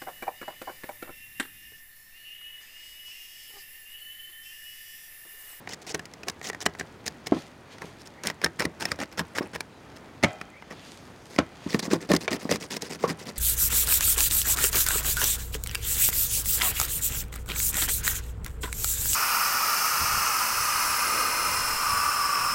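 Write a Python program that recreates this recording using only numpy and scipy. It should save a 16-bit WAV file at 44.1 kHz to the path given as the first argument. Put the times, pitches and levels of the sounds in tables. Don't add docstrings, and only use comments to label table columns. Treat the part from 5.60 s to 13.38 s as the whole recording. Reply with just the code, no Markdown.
import sys
import numpy as np
from scipy import signal
from scipy.fft import rfft, irfft, next_fast_len
from scipy.io import wavfile

SR = 44100
rng = np.random.default_rng(int(sys.argv[2]) if len(sys.argv) > 2 else 0)


def transcribe(u):
    v = np.clip(np.atleast_2d(u).T, -1, 1)
    q = np.round(v * 32767).astype(np.int16)
    wavfile.write(sys.argv[1], SR, q)


N = 343086
TIME = np.arange(N) / SR
HIT = np.arange(4096) / SR
TOP_HZ = 15950

# start_s, rise_ms, length_ms, level_db (before the balance below), depth_db
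STROKES = [(0.088, 59, 58, -44.5, -3), (0.214, 11, 16, -53, -6), (0.265, 44, 59, -41.5, -4),
           (0.34, 10, 22.4, -34.5, 10), (0.666, 30, 39, -44.5, 12), (0.827, 74, 75, -40.5, -4.5),
           (1.004, 20, 28.6, -39.5, -4), (1.055, 8.9, 14, -28, 0), (1.185, 19, 35, -46.5, -2),
           (1.457, 8, 30.3, -39, -5.5), (1.659, 7, 25, -41, 2), (2.211, 9.5, 35.5, -40, 10.5),
           (2.39, 22, 35, -57, -18), (2.455, 6, 26, -53.5, -19.5), (2.635, 21, 81, -35, -1),
           (2.825, 23, 47, -37, 8), (2.989, 31, 69, -31, 2), (3.198, 27, 40, -32.5, -3),
           (3.239, 9.9, 69, -41, 3), (3.304, 18, 41, -38, 1), (3.387, 30, 58, -33, 5),
           (3.515, 17, 25, -47.5, -1), (3.574, 26, 40, -31, 0.5), (3.749, 50.4, 47.6, -33.5, -3),
           (3.808, 10, 63, -43, 15), (3.932, 34, 31, -37, 2.5), (4.354, 19, 23, -48.5, -2),
           (4.627, 10, 26, -26, 5), (5.102, 5.5, 40, -41.5, 6), (5.705, 84, 48, -51, -1),
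           (6.087, 65, 86, -39.5, 0.5), (6.189, 11, 17.4, -43, -17), (6.223, 5.4, 51, -36.5, 0.5),
           (6.302, 21, 63, -32.5, 6), (6.405, 15, 56, -44.5, 5.5), (6.489, 12, 81, -29, 13),
           (6.603, 6, 57, -41.5, -0.5), (6.706, 16, 63, -34, 3.5), (6.792, 28, 93, -46, 1),
           (6.89, 21, 81, -34, 1), (7.0, 27, 66, -42, -1), (7.102, 19, 77, -37.5, -2.5),
           (7.207, 21, 79, -42, 2), (7.295, 18, 70, -39.5, 1), (7.388, 61, 81, -42.5, 4),
           (7.475, 22, 54, -33.5, 5.5), (7.585, 22, 57, -47, -2), (7.654, 39, 60, -41.5, 2),
           (7.757, 15, 29, -48.5, -8)]
# edge_db, flesh_db, sizzle_db, snap_flesh_db
GRIP_BALANCE = [(2, 1.5, -0.5, -4), (-5, 0, -2, -4.5), (1, 3, -0.5, 2)]
FLICKS_PER_S, FLICK_SPREAD_DB, RUB = 2400, 4.5, .55


def strokes(grips, start_db=-6, end_db=-10, rows_db=1.0, sizzle_hz=8000, blade_db=0.0):
    out = np.zeros(N)
    for start, rise_ms, length_ms, db, depth_db in STROKES:
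        grip = grip_at(start)
        edge_db, flesh_db, sizzle_db, _ = GRIP_BALANCE[grip]
        size = next_fast_len(int((length_ms / 1000 + .03) * SR))
        ms = np.arange(size) * 1000 / SR
        corners_ms = np.sort([0, 1, rise_ms, length_ms, length_ms + 10])
        pressure = undb(np.interp(ms, corners_ms, [-30, start_db, 0, end_db, -45]))
        rasp = flicks(size, per_s=FLICKS_PER_S, spread_db=FLICK_SPREAD_DB)
        rasp = rasp + RUB * rng.standard_normal(size)
        rows = undb(rows_db * walk(rate=410, size=size))
        rasp = mottle(rasp * pressure * rows, depth_db=4.0, rate=91.8)
        treble = signal.butter(2, sizzle_hz, "high", fs=SR, output="sos")
        rasp = rasp + (undb(sizzle_db) - 1) * signal.sosfiltfilt(treble, rasp)
        shares_db = (edge_db - depth_db / 2, blade_db, flesh_db + depth_db / 2)
        loudness = np.sqrt(np.mean(pressure ** 2))
        for path, share_db in zip(grips[grip], shares_db):
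            add(out, start, unit(through(rasp, path)) * loudness * undb(db + share_db))
    return out


def flicks(size, per_s, spread_db):
    sizes = undb(spread_db * np.minimum(rng.exponential(size=size), 4))
    struck = rng.random(size) < per_s / SR
    return unit(struck * sizes * rng.choice([-1, 1], size) + 1e-9)


def mottle(x, depth_db, rate):
    padded = 2 * len(x)
    spectrum = rfft(x, padded)
    hz = np.maximum(np.fft.rfftfreq(padded, 1 / SR), 1)
    place = np.clip(3 * np.log2(hz / 800), 0, 13)
    overlap = np.maximum(1 - abs(place - np.arange(14)[:, None]), 0)
    bands = irfft(spectrum * overlap)[:, :len(x)]
    return sum(band * undb(depth_db * walk(rate, len(x))) for band in bands)


# freq_hz, level_db
EDGE_COLOUR = [(1200, -39.5), (2600, -8.5), (3800, 0), (5400, 1.5), (7000, -2.5), (8200, -6),
               (10500, -10.5), (13000, -15), (16000, -17)]
BLADE_COLOUR = [(450, -20.5), (750, -2.5), (1000, 1.5), (1250, -4.5), (1850, 2), (2500, -3.5),
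                (3300, -14.5), (5000, -22)]
FLESH_COLOUR = [(30, -37.5), (70, -9.5), (130, -0.5), (210, -1), (300, 0.5), (480, -2.5), (700, -8),
                (1100, -7.5), (2500, -46.5)]


def knife(grip):
    paths = [response(colour) for colour in (EDGE_COLOUR, BLADE_COLOUR, FLESH_COLOUR)]
    return [h + sum(undb(db) * resonate(h, hz, width) for hz, width, db in grip) for h in paths]


GRIP_CHANGES = [1.7, 5.5]


def grip_at(s):
    return np.searchsorted(GRIP_CHANGES, s)


# time_s, level_db, crispness_db, blade_pitch_hz
SNAPS = [(0.074, -33, -14, 2530), (0.092, -46, 5, 1300), (0.134, -39.5, 3.5, 1930),
         (0.346, -30.5, 2.5, 1800), (0.394, -33.5, -7.5, 1740), (0.455, -47, 5.5, 1960),
         (0.537, -46.5, 4, 2080), (0.633, -38.5, -4.5, 2480), (0.684, -29.5, 3, 1680),
         (0.698, -35, 4, 1280), (0.814, -37.5, -10, 1830), (0.899, -27.5, -15, 1950),
         (0.931, -36, -10, 1840), (0.947, -33.5, -12.5, 1830), (1.063, -17.5, -6, 3050),
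         (1.15, -39, -14, 1950), (1.197, -32.5, -1, 1830), (1.21, -28.5, -21, 1650),
         (1.471, -42.5, 4, 1930), (1.479, -32, 5.5, 1720), (1.67, -32.5, 1.5, 1900),
         (2.183, -45.5, -5, 1890), (2.636, -37.5, 2.5, 1760), (2.671, -31, 8.5, 1770),
         (2.682, -31, -20, 2140), (2.7, -28.5, -4.5, 1950), (2.816, -34, -6, 1780),
         (2.839, -21.5, -18, 1600), (2.844, -20.5, 3.5, 1710), (2.861, -23, -12, 1830),
         (2.996, -26, -4.5, 1850), (3.004, -23, -5, 1520), (3.053, -25, -4.5, 1870), (3.22, -33, -3, 1650),
         (3.254, -25.5, 2, 1860), (3.3173, -23.5, -2, 1220), (3.434, -34, -8, 2240),
         (3.593, -22.5, -5.5, 1680), (3.784, -22, -9.5, 1810), (3.829, -50, 5, 1800),
         (3.959, -30.5, -10, 1780), (4.006, -29, -2, 2350), (4.813, -31.5, -10.5, 1340),
         (5.023, -39, -16, 2040), (5.762, -37, -4, 2000), (6.145, -24.5, -7, 1850), (6.193, -32, 3, 1800),
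         (6.334, -36, 9, 2010), (6.516, -21.5, -3.5, 1790), (6.536, -28, 2, 1320), (6.549, -34, 5.5, 2270),
         (6.564, -31.5, 8.5, 2020), (6.73, -28.5, -0.5, 1860), (6.892, -30, -20, 1910),
         (6.913, -26.5, 3, 2000), (6.923, -26.5, -1, 1900), (6.958, -32.5, 0.5, 1260),
         (7.167, -36, 6, 2160), (7.221, -46, 16, 1730)]
SNAP_MS, EDGE_HZ = 2.52, 5160
STRAIN_S, STRAIN_DB = 0.0025, -21.5
LEAD = 512


def snaps(grips, edge_ring=0.84, blade_ring=2.3, edge_scatter=0.039, length_scatter=0.083):
    out, events = np.zeros(N), SNAPS + small_snaps()
    chance = rng.standard_normal((len(events), 2))
    for (s, db, crisp_db, blade_hz), (long, bright) in zip(events, chance):
        grip = grip_at(s)
        growth = np.exp(-HIT[:LEAD][::-1] / STRAIN_S)
        strain = undb(STRAIN_DB) * rng.standard_normal(LEAD) * growth
        release = contact(SNAP_MS * np.exp(length_scatter * long), first=1.3)
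        push = np.concatenate([strain, release])
        edge, blade, flesh = (through(push, path) for path in grips[grip])
        edge_hz = EDGE_HZ * np.exp(edge_scatter * bright)
        edge = edge + edge_ring * resonate(edge, edge_hz, width_hz=260)
        blade = blade + blade_ring * resonate(blade, blade_hz, width_hz=124)
        flesh_db = GRIP_BALANCE[grip][-1]
        snap = undb(crisp_db) * blow(edge) + blow(blade) + undb(flesh_db) * blow(flesh)
        add(out, s - LEAD / SR, undb(db) * snap)
    return out


def small_snaps(below_db=-6, scatter_db=2.0, crisp_db=2.0, blade_hz=1870, pitch_scatter=0.15):
    rows, chance = [], rng.standard_normal((len(STROKES), 3))
    for (start, _, length_ms, db, depth_db), (when, size, high) in zip(STROKES, chance):
        along = (1 + np.tanh(when / 2)) / 2
        s = start + along * length_ms / 1000
        level_db = db + below_db + scatter_db * size
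        rows.append((s, level_db, crisp_db - depth_db / 2, blade_hz * np.exp(pitch_scatter * high)))
    return rows


# time_s, level_db (before the trim and the wobble), pitch_hz
THUMPS = [(1.7209, -8.5, 296), (1.766, -22.5, 282), (3.051, -21, 302), (3.065, -25, 167),
          (3.607, -21.5, 199), (3.808, -19.5, 320), (4.637, -14.5, 244), (4.645, -13.5, 165),
          (5.787, -9.5, 281), (5.8, -21, 200), (6.063, -20.5, 233), (6.145, -13, 229), (6.159, -25, 185),
          (6.279, -21.5, 242), (6.332, -9, 306), (6.502, -16, 284), (6.517, -13.5, 290), (6.537, -10, 270),
          (6.715, -19.5, 296), (6.744, -22, 270), (6.853, -21, 240), (6.914, -16.5, 523),
          (7.44, -12.5, 470)]


def thumps(rise_s=0.0025, fall_s=0.0022, wobble_s=0.012, wobble_db=-8, trim_db=-3, low_hz=110):
    out, flesh = np.zeros(N), response(FLESH_COLOUR)
    bass_cut = signal.butter(2, low_hz, "high", fs=SR, output="sos")
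    for s, db, hz in THUMPS:
        envelope = (1 - np.exp(-HIT / rise_s)) * np.exp(-HIT / fall_s)
        swing = signal.sosfilt(bass_cut, np.sin(2 * np.pi * hz * HIT) * envelope)
        wobble = through(rng.standard_normal(len(HIT)) * np.exp(-HIT / wobble_s), flesh)
        add(out, s, undb(db + trim_db) * (blow(swing) + undb(wobble_db) * blow(wobble)))
    return out


# time_s, contact_ms, clank_db, tone_db, tone_hz, ring_db, contact_cutoff_hz
KNOCKS = [(1.063, 4, -41, -32, 440, -55, 9000), (1.722, 3.2, -21, -27, 690, -37, 990),
          (4.6354, 7.9, -16.5, -17.5, 2070, -27.5, 9000), (4.645, 2.3, -21.5, -19, 2100, -41, 7000),
          (5.783, 2.4, -37, -38, 980, -62, 7000), (5.787, 3.9, -14, -26, 1340, -41, 7260),
          (5.799, 10, -29, -35, 1500, -52, 4000), (6.679, 4.7, -20, -31, 2330, -36.5, 5000),
          (7.438, 16, -35, -19.5, 1045, -41, 2500), (7.482, 18, -45, -36, 1100, -57, 2500)]
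# freq_hz, level_db (relative), t60_s
TRAY_MODES = [(625, -1, 0.69), (720, 1.5, 0.54), (795, -2, 1), (1314, 1, 0.62), (2020, -5, 0.59),
              (2440, -7, 1), (2980, -22, .42), (3160, -10, 0.76)]
# freq_hz, level_db
CLANK_COLOUR = [(100, -7), (250, -9.5), (450, 5), (640, 9.5), (830, -0.5), (1500, 2), (2300, 0.5),
                (3500, -4.5), (6000, -8.5), (9000, -16.5), (16000, -23)]


def knocks(rattle_db=-4, ring_db=-13, rattle_s=0.047, rattle_hz=2400):
    out, t, colour = np.zeros(N), TIME[:SR // 2], response(CLANK_COLOUR)
    dull = signal.butter(1, rattle_hz, fs=SR)
    for s, ms, db, tone_db, hz, tail_db, soft_hz in KNOCKS:
        cushion = signal.butter(2, min(soft_hz, TOP_HZ), fs=SR)
        clank = through(signal.lfilter(*cushion, contact(ms, first=2.9)), colour)
        tone = resonate(clank, hz, width_hz=118)
        add(out, s, undb(db) * blow(clank) + undb(tone_db) * blow(tone))
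        rattle = signal.lfilter(*dull, through(rng.standard_normal(len(t)), colour))
        rattle = unit(rattle) * np.exp(-t / rattle_s)
        ring = np.zeros(len(t))
        for mode_hz, mode_db, t60_s in TRAY_MODES:
            fade_db = mode_db - 60 * t / t60_s + 3 * walk(rate=110, size=len(t))
            ring += np.sin(2 * np.pi * mode_hz * t) * undb(fade_db)
        add(out, s, undb(tail_db) * (undb(rattle_db) * rattle + undb(ring_db) * ring))
    return out


def slide(smooth=1.6, width_octaves=1.3):
    db, hz = sliding()
    grain = flicks(N, per_s=400, spread_db=7.5) + smooth * rng.standard_normal(N)
    out = np.zeros(N)
    for centre in 1000 * 2 ** (np.arange(8) / 2):
        edges = [centre / 2 ** .25, centre * 2 ** .25]
        band = signal.sosfilt(signal.butter(3, edges, "band", fs=SR, output="sos"), grain)
        nearness = np.exp(-(np.log2(centre / hz) / width_octaves) ** 2)
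        out += unit(band) * nearness * undb(walk(rate=40, size=N))
    return unit(out) * undb(db)


# peak_s, rise_s, fall_s, level_db, centre_hz (at the peak)
SLIDES = [(1.79, 0.18, 0.13, -45.5, 3380), (2.125, .06, 0.071, -47.5, 3360), (2.27, 0.16, 0.13, -52, 3950),
          (5.27, 0.43, 0.4, -49.5, 3800), (5.7, .4, .4, -58, 5530), (6.05, .2, 0.55, -50, 3500)]
SLIDE_FADE_DB, SLIDE_OCTAVES_PER_S = 24, 2.3
HANDLING_DB, HANDLING_HZ = -63.5, 3500


def sliding():
    power = undb(HANDLING_DB) ** 2
    octave = power * np.log2(HANDLING_HZ)
    for s, rise_s, fall_s, db, hz in SLIDES:
        away = np.maximum((s - TIME) / rise_s, (TIME - s) / fall_s)
        share = undb(db - SLIDE_FADE_DB * away) ** 2
        power = power + share
        octave = octave + share * (np.log2(hz) + SLIDE_OCTAVES_PER_S * (TIME - s))
    return 10 * np.log10(power), 2 ** (octave / power)


# start_s, end_s, start_hz, end_hz, level_db
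SQUEAKS = [(2.544, 2.646, 1950, 2200, -58), (4.086, 4.214, 4030, 3900, -69),
           (4.905, 5.026, 1990, 2390, -55.5)]


def squeaks(width_hz=170):
    out = np.zeros(N)
    for start, end, from_hz, to_hz, db in SQUEAKS:
        size = int(abs(end - start) * SR)
        hz = np.linspace(from_hz, to_hz, size) + width_hz * walk(rate=700, size=size)
        tone = np.sin(2 * np.pi * np.cumsum(hz) / SR)
        swell = np.hanning(size) ** .5 * undb(4.1 * walk(rate=197, size=size))
        add(out, start, undb(db) * unit(tone * swell))
    return out


def loose_scales(level_db=-66, settle_s=0.1):
    flung = np.zeros(N)
    for start, _, _, db, _ in STROKES:
        add(flung, start, undb([db]))
    busy = np.sqrt(signal.lfilter([1], [1, -np.exp(-1 / (settle_s * SR))], flung))
    drops = np.zeros(N)
    for hz in (2300, 3300, 4500, 5600, 7400, 9200):
        drops += resonate(flicks(N, per_s=25, spread_db=4) * busy, hz, width_hz=1200)
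    return undb(level_db) * unit(drops)


def room(x, t60_s=0.17, wet_db=-19):
    t = TIME[:SR // 2]
    tail = rng.standard_normal(len(t)) * undb(-60 * t / t60_s) * (t > .004)
    dull = response([(100, 10.0), (500, 5), (2000, -1), (6000, -21), (15000, -42)])
    tail = through(tail / np.sqrt(np.sum(tail ** 2)), dull)
    return x + undb(wet_db) * through(x, tail)


# freq_hz, level_db
AIR_COLOUR = [(15, -63), (25, -17.5), (92, -1), (242, -2.5), (326, -4), (354, -3.5), (531, -7), (591, -7.5),
              (911, -9.5), (1070, -11.5), (1370, -12.5), (1940, -15), (3920, -27.5), (16000, -43.5)]
AIR_DB = -49


def air():
    rush = unit(through(rng.standard_normal(N), response(AIR_COLOUR, size=8192)))
    waver_db = walk(rate=8, size=N)
    return rush * undb(AIR_DB + waver_db)


def undb(db):
    return 10 ** (np.asarray(db) / 20)


def unit(x):
    return x / np.sqrt(np.mean(x ** 2))


def blow(x):
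    return x / np.sqrt(np.sum(x ** 2) / (.005 * SR))


def add(out, s, x):
    i = max(int(s * SR), 0)
    out[i:i + len(x)] += x[:max(len(out) - i, 0)]


def response(points, size=2048):
    hz, db = np.transpose(points)
    f = np.maximum(np.fft.rfftfreq(size, 1 / SR), 1)
    colour_db = np.interp(np.log(f), np.log(hz), db)
    colour_db = colour_db - 24 * np.maximum(np.log2(f / hz[-1]), 0)
    colour_db = colour_db - 12 * np.maximum(np.log2(hz[0] / f), 0)
    cepstrum = irfft(np.log(undb(colour_db)))
    cepstrum[1:size // 2] *= 2
    cepstrum[size // 2 + 1:] = 0
    return irfft(np.exp(rfft(cepstrum)))


def through(x, h):
    return signal.fftconvolve(x, h)[:len(x)]


def resonate(x, hz, width_hz):
    peak = signal.iirpeak(min(hz, .45 * SR), hz / width_hz, fs=SR)
    return signal.lfilter(*peak, x)


def walk(rate, size):
    steps = np.arange(size) * rate / SR
    count = int(steps[-1]) + 2
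    return np.interp(steps, np.arange(count), rng.standard_normal(count))


def contact(ms, first=3.0):
    push = rng.standard_normal(len(HIT)) * np.exp(-HIT * 1000 / max(ms, .2))
    push[0] += first
    return push


# freq_hz, width_hz, level_db
HELD_UP = [(433, 33, 4), (740, 97, 3), (1940, 260, -11), (2930, 180, -7.5), (6600, 2100, -4.5)]
PRESSED_DOWN = [(950, 330, -4.5), (1590, 120, -17), (5340, 270, -3), (9140, 200, 5), (11700, 240, -2)]
ON_FLANK = [(225, 88, 11.5), (440, 210, 7), (1020, 110, -2), (2070, 260, -10), (4870, 190, -6.5)]


def scene():
    grips = [knife(grip) for grip in (HELD_UP, PRESSED_DOWN, ON_FLANK)]
    work = strokes(grips) + snaps(grips) + thumps() + knocks()
    work = work + slide() + squeaks() + loose_scales()
    return (room(work) + air())[None]


def record(dry):
    soft = .75 * np.tanh(dry / .75)
    return signal.sosfilt(signal.ellip(10, .2, 70, TOP_HZ, fs=SR, output="sos"), soft)


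dry = scene()
out = record(dry)
transcribe(out)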